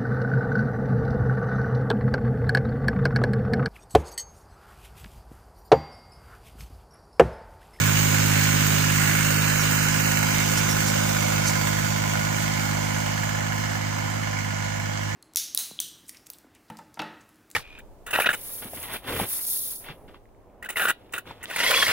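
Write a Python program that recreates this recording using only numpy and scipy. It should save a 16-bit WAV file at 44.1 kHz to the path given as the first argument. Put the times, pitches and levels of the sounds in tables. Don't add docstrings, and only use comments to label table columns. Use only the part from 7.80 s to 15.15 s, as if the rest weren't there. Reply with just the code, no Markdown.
import sys
import numpy as np
from scipy import signal
from scipy.fft import rfft, irfft, next_fast_len
from scipy.io import wavfile
from scipy.ndimage import uniform_filter1d, map_coordinates

SR = 44100
rng = np.random.default_rng(int(sys.argv[2]) if len(sys.argv) > 2 else 0)


def to_wav(sig):
    pcm = np.clip(np.atleast_2d(sig), -1, 1) * 32767
    pcm = np.round(pcm).astype(np.int16)
    wavfile.write(sys.argv[1], SR, pcm.T)


def natural_amplitude(level_db):
    exponent = np.asarray(level_db, float) / 20
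    return 10 ** exponent


N = 324135


def unit(x):
    return x / np.sqrt(np.mean(x ** 2) + 1e-20)


def along(points, hz):
    f, v = np.transpose(points)
    return np.interp(np.log(hz + 1), np.log(f + 1), v)


def curves(rows):
    s, *cols = np.transpose(rows)
    return [np.interp(np.arange(N) / SR, s, c) for c in cols]


def wobble(rate):
    knots = rng.standard_normal(int(N * rate / SR) + 4)
    return map_coordinates(knots, [np.arange(N) * rate / SR])


def filtered(x, response):
    m = next_fast_len(N + 8192)
    return irfft(rfft(x, m) * response(np.fft.rfftfreq(m, 1 / SR)), m)[..., :N]


def patchy(patchy_db):
    z = signal.stft(rng.standard_normal((2, N)), nperseg=512)[2]
    field = rng.standard_normal(z.shape[1:])
    field = uniform_filter1d(field, size=4, axis=0)
    field = uniform_filter1d(field, size=12, axis=1)
    return signal.istft(z * natural_amplitude(patchy_db * unit(field)), nperseg=512)[1][:, :N]


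# (time [s], firing rate [1/s])
FIRING_RATE = [(0.0, 52.08), (0.6, 51.9), (1.08, 50.83), (1.35, 52.37), (1.62, 51.35), (2.32, 52.29),
               (2.7, 51.93), (3.36, 52.36), (3.37, 51.91), (3.82, 51.25), (4.24, 52.03), (4.65, 52.36),
               (4.88, 51.23), (5.43, 52.16), (6.16, 51.74), (6.41, 52.35), (6.69, 50.85), (7.35, 51.8)]


def firings():
    return np.cumsum(curves(FIRING_RATE)[0]) / SR


BEARINGS = [-25, 20, 42, 60, 71]


def heard(patterns):
    nearest_m, nearest_s, drive_m_per_s = 2.5, 1.0, 1.1
    gone = drive_m_per_s * (np.arange(N) / SR - nearest_s)
    bearing = np.degrees(np.arctan2(gone, nearest_m))
    loss_db = 20 * np.log10(np.hypot(gone, nearest_m) / nearest_m)
    return [np.interp(bearing, BEARINGS, db) - loss_db for db in patterns]


# (frequency [Hz], density [dB per Hz])
SCRAPE = [(3000, -22), (4500, -4), (6000, 0), (8000, -5), (11000, -8), (16000, -16)]
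# (time [s], length [s], tone [Hz], tone level [dB], scrape level [dB])
SQUEAKS = [
    (1.814, 0.02, 5650, -31, -34),
    (2.783, 0.019, 5500, -31, -25.5),
    (2.918, 0.02, 5520, -28, -33),
    (3.088, .022, 6900, -41, -26.5),
    (3.682, 0.027, 5270, -36, -26.5),
    (3.683, 0.0084, 6270, -23, -42),
    (5.59, .015, 7100, -44, -57),
]


def linkage():
    t = np.arange(N) / SR
    rough = np.cumsum(90 * wobble(200)) / SR
    scrape = unit(filtered(rng.standard_normal(N), lambda f: natural_amplitude(along(SCRAPE, f))))
    out = np.zeros(N)
    for s, length, hz, tone_db, scrape_db in SQUEAKS:
        turn = 2 * np.pi * (hz * t + rough)
        squeak = np.sin(turn) + 0.35 * np.sin(2 * turn)
        envelope = np.exp(-((t - s) / length) ** 2)
        out += envelope * (natural_amplitude(tone_db + 3.0) * squeak + natural_amplitude(scrape_db) * scrape)
    return out


def repeating(count):
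    place = (firings() / 3 % 1 * 2550).astype(int)
    shapes = rng.standard_normal((count, 2, 2552))
    weights = np.array([wobble(1.605) for _ in shapes])
    weights /= np.linalg.norm(weights, axis=0)
    return sum(w * shape[:, place] for w, shape in zip(weights, shapes))


# (time [s], turned away [0-1], lead of the left microphone [samples])
PASS = [
    (0, 0, 33.2),
    (1.5, 0.29, 32.6),
    (3.3, 0.83, 36.8),
    (5, 1, 41.7),
    (7.35, 1, 42),
]
# (time [s], pointing away [0-1])
BEHIND = [
    (0, 0),
    (1.5, .25),
    (3.3, .95),
    (7.35, 1.1),
]
CYLINDERS = [.88, .82, 1.25]
# (frequency [Hz], density [dB per Hz])
NEAR = [(200, -11.5), (400, -9), (540, -5), (1150, -5.5), (1450, -4), (2200, -1), (2700, -7), (3800, -12.5),
        (5600, -13.5), (6300, -8.5), (8500, -15), (9300, -20), (13600, -21), (14900, -6)]
FAR = [(200, -15), (400, -22.5), (540, -6.5), (1150, -9.5), (1450, 0), (2200, -3), (2700, -12.5),
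       (3800, -17), (5600, -15.5), (6300, -12), (8500, -22.5), (9300, -28), (13600, -29.5), (14900, -20)]
# (frequency [Hz], width [Hz], level beside [dB], level behind [dB])
PANELS = [(1030, 22, -8, -1.5), (1453, 52, -10.5, -4.5), (1544, 59, -3, -5.5), (1708, 71, 0, -4.5),
          (2185, 100, -37, -0.5), (2330, 42, -16, -6), (2896, 300, -9, 3.5), (4875, 58, -3.5, 0),
          (6270, 39, 5, -4), (6650, 90, 0, -4), (6920, 42, -7, 0), (7310, 100, -1, -23)]


def mechanical(burns, lo_hz, hi_hz, blow, width, repeat, patchy_db):
    away = curves(PASS)[0]
    phase = firings() - .88 + .28 * curves(BEHIND)[0]

    def flare(lag, fall):
        since = (phase - lag) % 1
        return np.exp(-since / fall) * np.minimum(since / .04, 1)

    def ring(f, side):
        modes = (natural_amplitude(db[side]) * 1j * f * w / (c * c - f * f + 1j * f * w) for c, w, *db in PANELS)
        return 1 + sum(modes)

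    def band(f):
        return 1 / np.sqrt((1 + (lo_hz / (f + 1)) ** 8) * (1 + (f / hi_hz) ** 8))

    firing = np.floor(phase).astype(int)
    strength = np.take(CYLINDERS, firing % 3) * burns[firing]
    crack = flare(.04, .045) + .25 * flare(.5, .1)
    gate = 1 + blow * strength * (flare(0, width) + crack)
    noise = gate * (unit(patchy(patchy_db)) + repeat * repeating(count=4))
    near = unit(filtered(noise, lambda f: band(f) * ring(f, 0) * natural_amplitude(along(NEAR, f))))
    far = unit(filtered(noise, lambda f: band(f) * ring(f, 1) * natural_amplitude(along(FAR, f))))
    return (1 - away) * near + away * far


ENGINE = [
    (-35, -36, -32, -31, -32),
    (-28, -27, -28.5, -28, -27.5),
    (-29, -31.5, -30, -32, -33.5),
    (-32.5, -33.5, -34, -37, -45),
]
LOAD_DB = [-0.018, 0.21, 0.67, -0.41]


def engine():
    free_rate = 51.8
    load_db = np.outer(LOAD_DB, free_rate - curves(FIRING_RATE)[0])
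    intake_db, knock_db, valves_db, fan_db = heard(ENGINE) + load_db
    shake = 0.33 * wobble(9)
    burns = natural_amplitude(1.5 * rng.standard_normal(500))
    ground = natural_amplitude(-57) * mechanical(burns, 18, 70, blow=0, width=.5, repeat=0, patchy_db=7)
    rumble = natural_amplitude(intake_db - 2.5) * mechanical(
        burns, 75, 330, blow=.1, width=.5, repeat=.5, patchy_db=.4)
    intake = natural_amplitude(intake_db + 6.0 + 0.35 * wobble(8.1)) * mechanical(
        burns, 250, 1020, blow=0.64, width=0.15, repeat=0.76, patchy_db=0.5)
    knock = natural_amplitude(knock_db + 4 + shake) * mechanical(
        burns, 1210, 3050, blow=1.0, width=0.36, repeat=1.3, patchy_db=3.7)
    valves = natural_amplitude(valves_db + 5 + shake) * mechanical(
        burns, 3580, 9900, blow=0.41, width=0.7, repeat=0.18, patchy_db=1.37)
    fan = natural_amplitude(fan_db + 10.0 + 0.74 * wobble(14)) * mechanical(
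        burns, 8800, 15900, blow=0.67, width=0.87, repeat=0, patchy_db=1.5)
    return ground + rumble + intake + knock + valves + fan


EXHAUST = [
    (-22.5, -28.5, -26.5, -24.5, -20.5),
    (-23.5, -25, -25, -24, -28),
    (-32.5, -35, -29.5, -29, -31),
    (-33, -36, -36, -33, -34.5),
]
STAGES = [1, 3.5, 6.4]
# (multiple of the engine cycle, level beside [dB], level passing [dB], level behind [dB])
UNEVEN = [(3.02, -41, -42.5, -47), (3.95, -58, -53, -64), (7.02, -52, -44.5, -49), (8.03, -43, -55, -51),
          (9.96, -46.5, -52, -50.5), (11.07, -45.5, -57, -54.5), (14.025, -48.5, -53.5, -52.5),
          (17.09, -58, -52, -53), (18.09, -42.5, -41, -48), (20.85, -53, -51.5, -52.5),
          (21.8, -50, -47, -63), (27, -55, -65, -67), (27.9, -60, -47, -54), (30.04, -47, -37, -42),
          (31.05, -68, -47, -72), (31.55, -47, -50, -68), (33.7, -39, -48, -69), (34.16, -55, -38, -54),
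          (35.4, -56, -43, -61.5), (39, -57, -42, -46.5), (59.14, -59, -44, -46.5),
          (83.8, -38.5, -40.5, -50)]


def exhaust():
    turn = 2 * np.pi * firings()
    behind = curves(BEHIND)[0]

    def spread(k):
        return 1.8 + .35 * k * k + .3 * (k == 2) + 1.3 * abs(k - 2) ** .8 * behind

    tone = np.zeros(N)
    for k, db in enumerate(heard(EXHAUST), 2):
        tone += natural_amplitude(db + 0.29 * wobble(14)) * np.cos(k * turn + spread(k))
    for n, *stage_db in UNEVEN:
        nearest = 3 * round(n / 3)
        free = abs(n - nearest) > .1
        n = n if free else nearest
        loose = .1 + .9 * free * (n < 50)
        drift = free * (6 * rng.random() + .5 * wobble(2.05))
        level_db = np.interp(np.arange(N) / SR, STAGES, stage_db) + 2.34 * loose * wobble(3)
        tone += natural_amplitude(level_db) * np.cos(n / 3 * turn + spread(n / 3) + drift)
    return np.sqrt(2) * tone


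# (frequency [Hz], level [dB])
LEFT = [(100, -3.5), (1000, -3.5), (1450, -5), (2200, -9), (3200, 1), (5000, -3), (6300, -8), (8300, -4),
        (9300, -10), (11000, -13), (13000, -27), (15000, -27)]
# (frequency [Hz], likeness [0-1])
ALIKE = [(300, 0.98), (600, 0.99), (1100, 0.6), (1450, 0.85), (2200, 0.22), (3800, 0.35), (8000, 0.2),
         (12000, .05)]


def scene():
    direct, scattered = engine()
    joints = linkage()
    direct = direct + exhaust() + joints
    scattered = scattered + joints
    early = map_coordinates(direct, [np.arange(N) + curves(PASS)[1]], mode="reflect")

    def alike(f):
        return np.clip(along(ALIKE, f), 0, 1)

    left = filtered(early, lambda f: alike(f) * natural_amplitude(along(LEFT, f)))
    left += filtered(scattered, lambda f: np.sqrt(1 - alike(f) ** 2) * natural_amplitude(along(LEFT, f)))
    return np.array([left, direct])


# (frequency [Hz], readiness left, right early, right late [standard deviations])
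STARVED = [(3000, -3, -3, -3), (4400, -1.8, -1.9, -2), (7000, -2.5, -3, -3), (8500, -1.6, -3, -2.8),
           (9100, .3, -2.2, .2), (9550, .4, -1.5, .5), (10000, 0, -2, -2.2), (11600, .6, -1.5, -1),
           (12700, .2, -.8, -1), (13700, .8, -2.2, -.8), (14500, -.4, -3.5, -3), (15200, .3, -4, -4),
           (15500, 3, -4, -4)]
# (start [s], end [s], low edge [Hz], high edge [Hz], readiness [standard deviations])
GAP = (1.45, 2.55, 3200, 3750, .5)


def starve(x):
    hz, s, z = signal.stft(x, SR, "cosine", nperseg=2048, noverlap=1024)
    broad = 2 * uniform_filter1d(rng.standard_normal((2, 86, len(s))), size=4, axis=2)
    fine = rng.standard_normal((2, 257, len(s)))
    luck = .95 * np.repeat(broad, 12, axis=1)[:, :len(hz)] + .4 * np.repeat(fine, 4, axis=1)[:, :len(hz)]
    f, *columns = np.transpose(STARVED)
    left, early, late = (np.interp(hz, f, c, left=-9)[:, None] for c in columns)
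    right = early + (late - early) * np.clip((s - 1.6) / 1.4, 0, 1)
    keep = (luck > np.array([left + 0 * s, right])) * (hz < 15520)[:, None]
    t0, t1, lo, hi, ready = GAP
    inside = ((hz > lo) & (hz < hi))[:, None] * (s > t0) * (s < t1)
    gap = (luck[0, 160] + .6 * luck[1] < ready) * inside
    stray = (luck[0] > 1.9 + .08 * s) * ((hz > lo) & (hz < 5600))[:, None]
    z = z - (gap | stray) * z.mean(axis=0)
    return signal.istft(z * keep, SR, "cosine", nperseg=2048, noverlap=1024)[1][:, :N]


def roll_off(x):
    return signal.sosfilt(signal.butter(12, 15780, fs=SR, output="sos"), x)


def record(dry):
    mix = starve(dry)
    return roll_off(mix)


dry = scene()
out = record(dry)
to_wav(out)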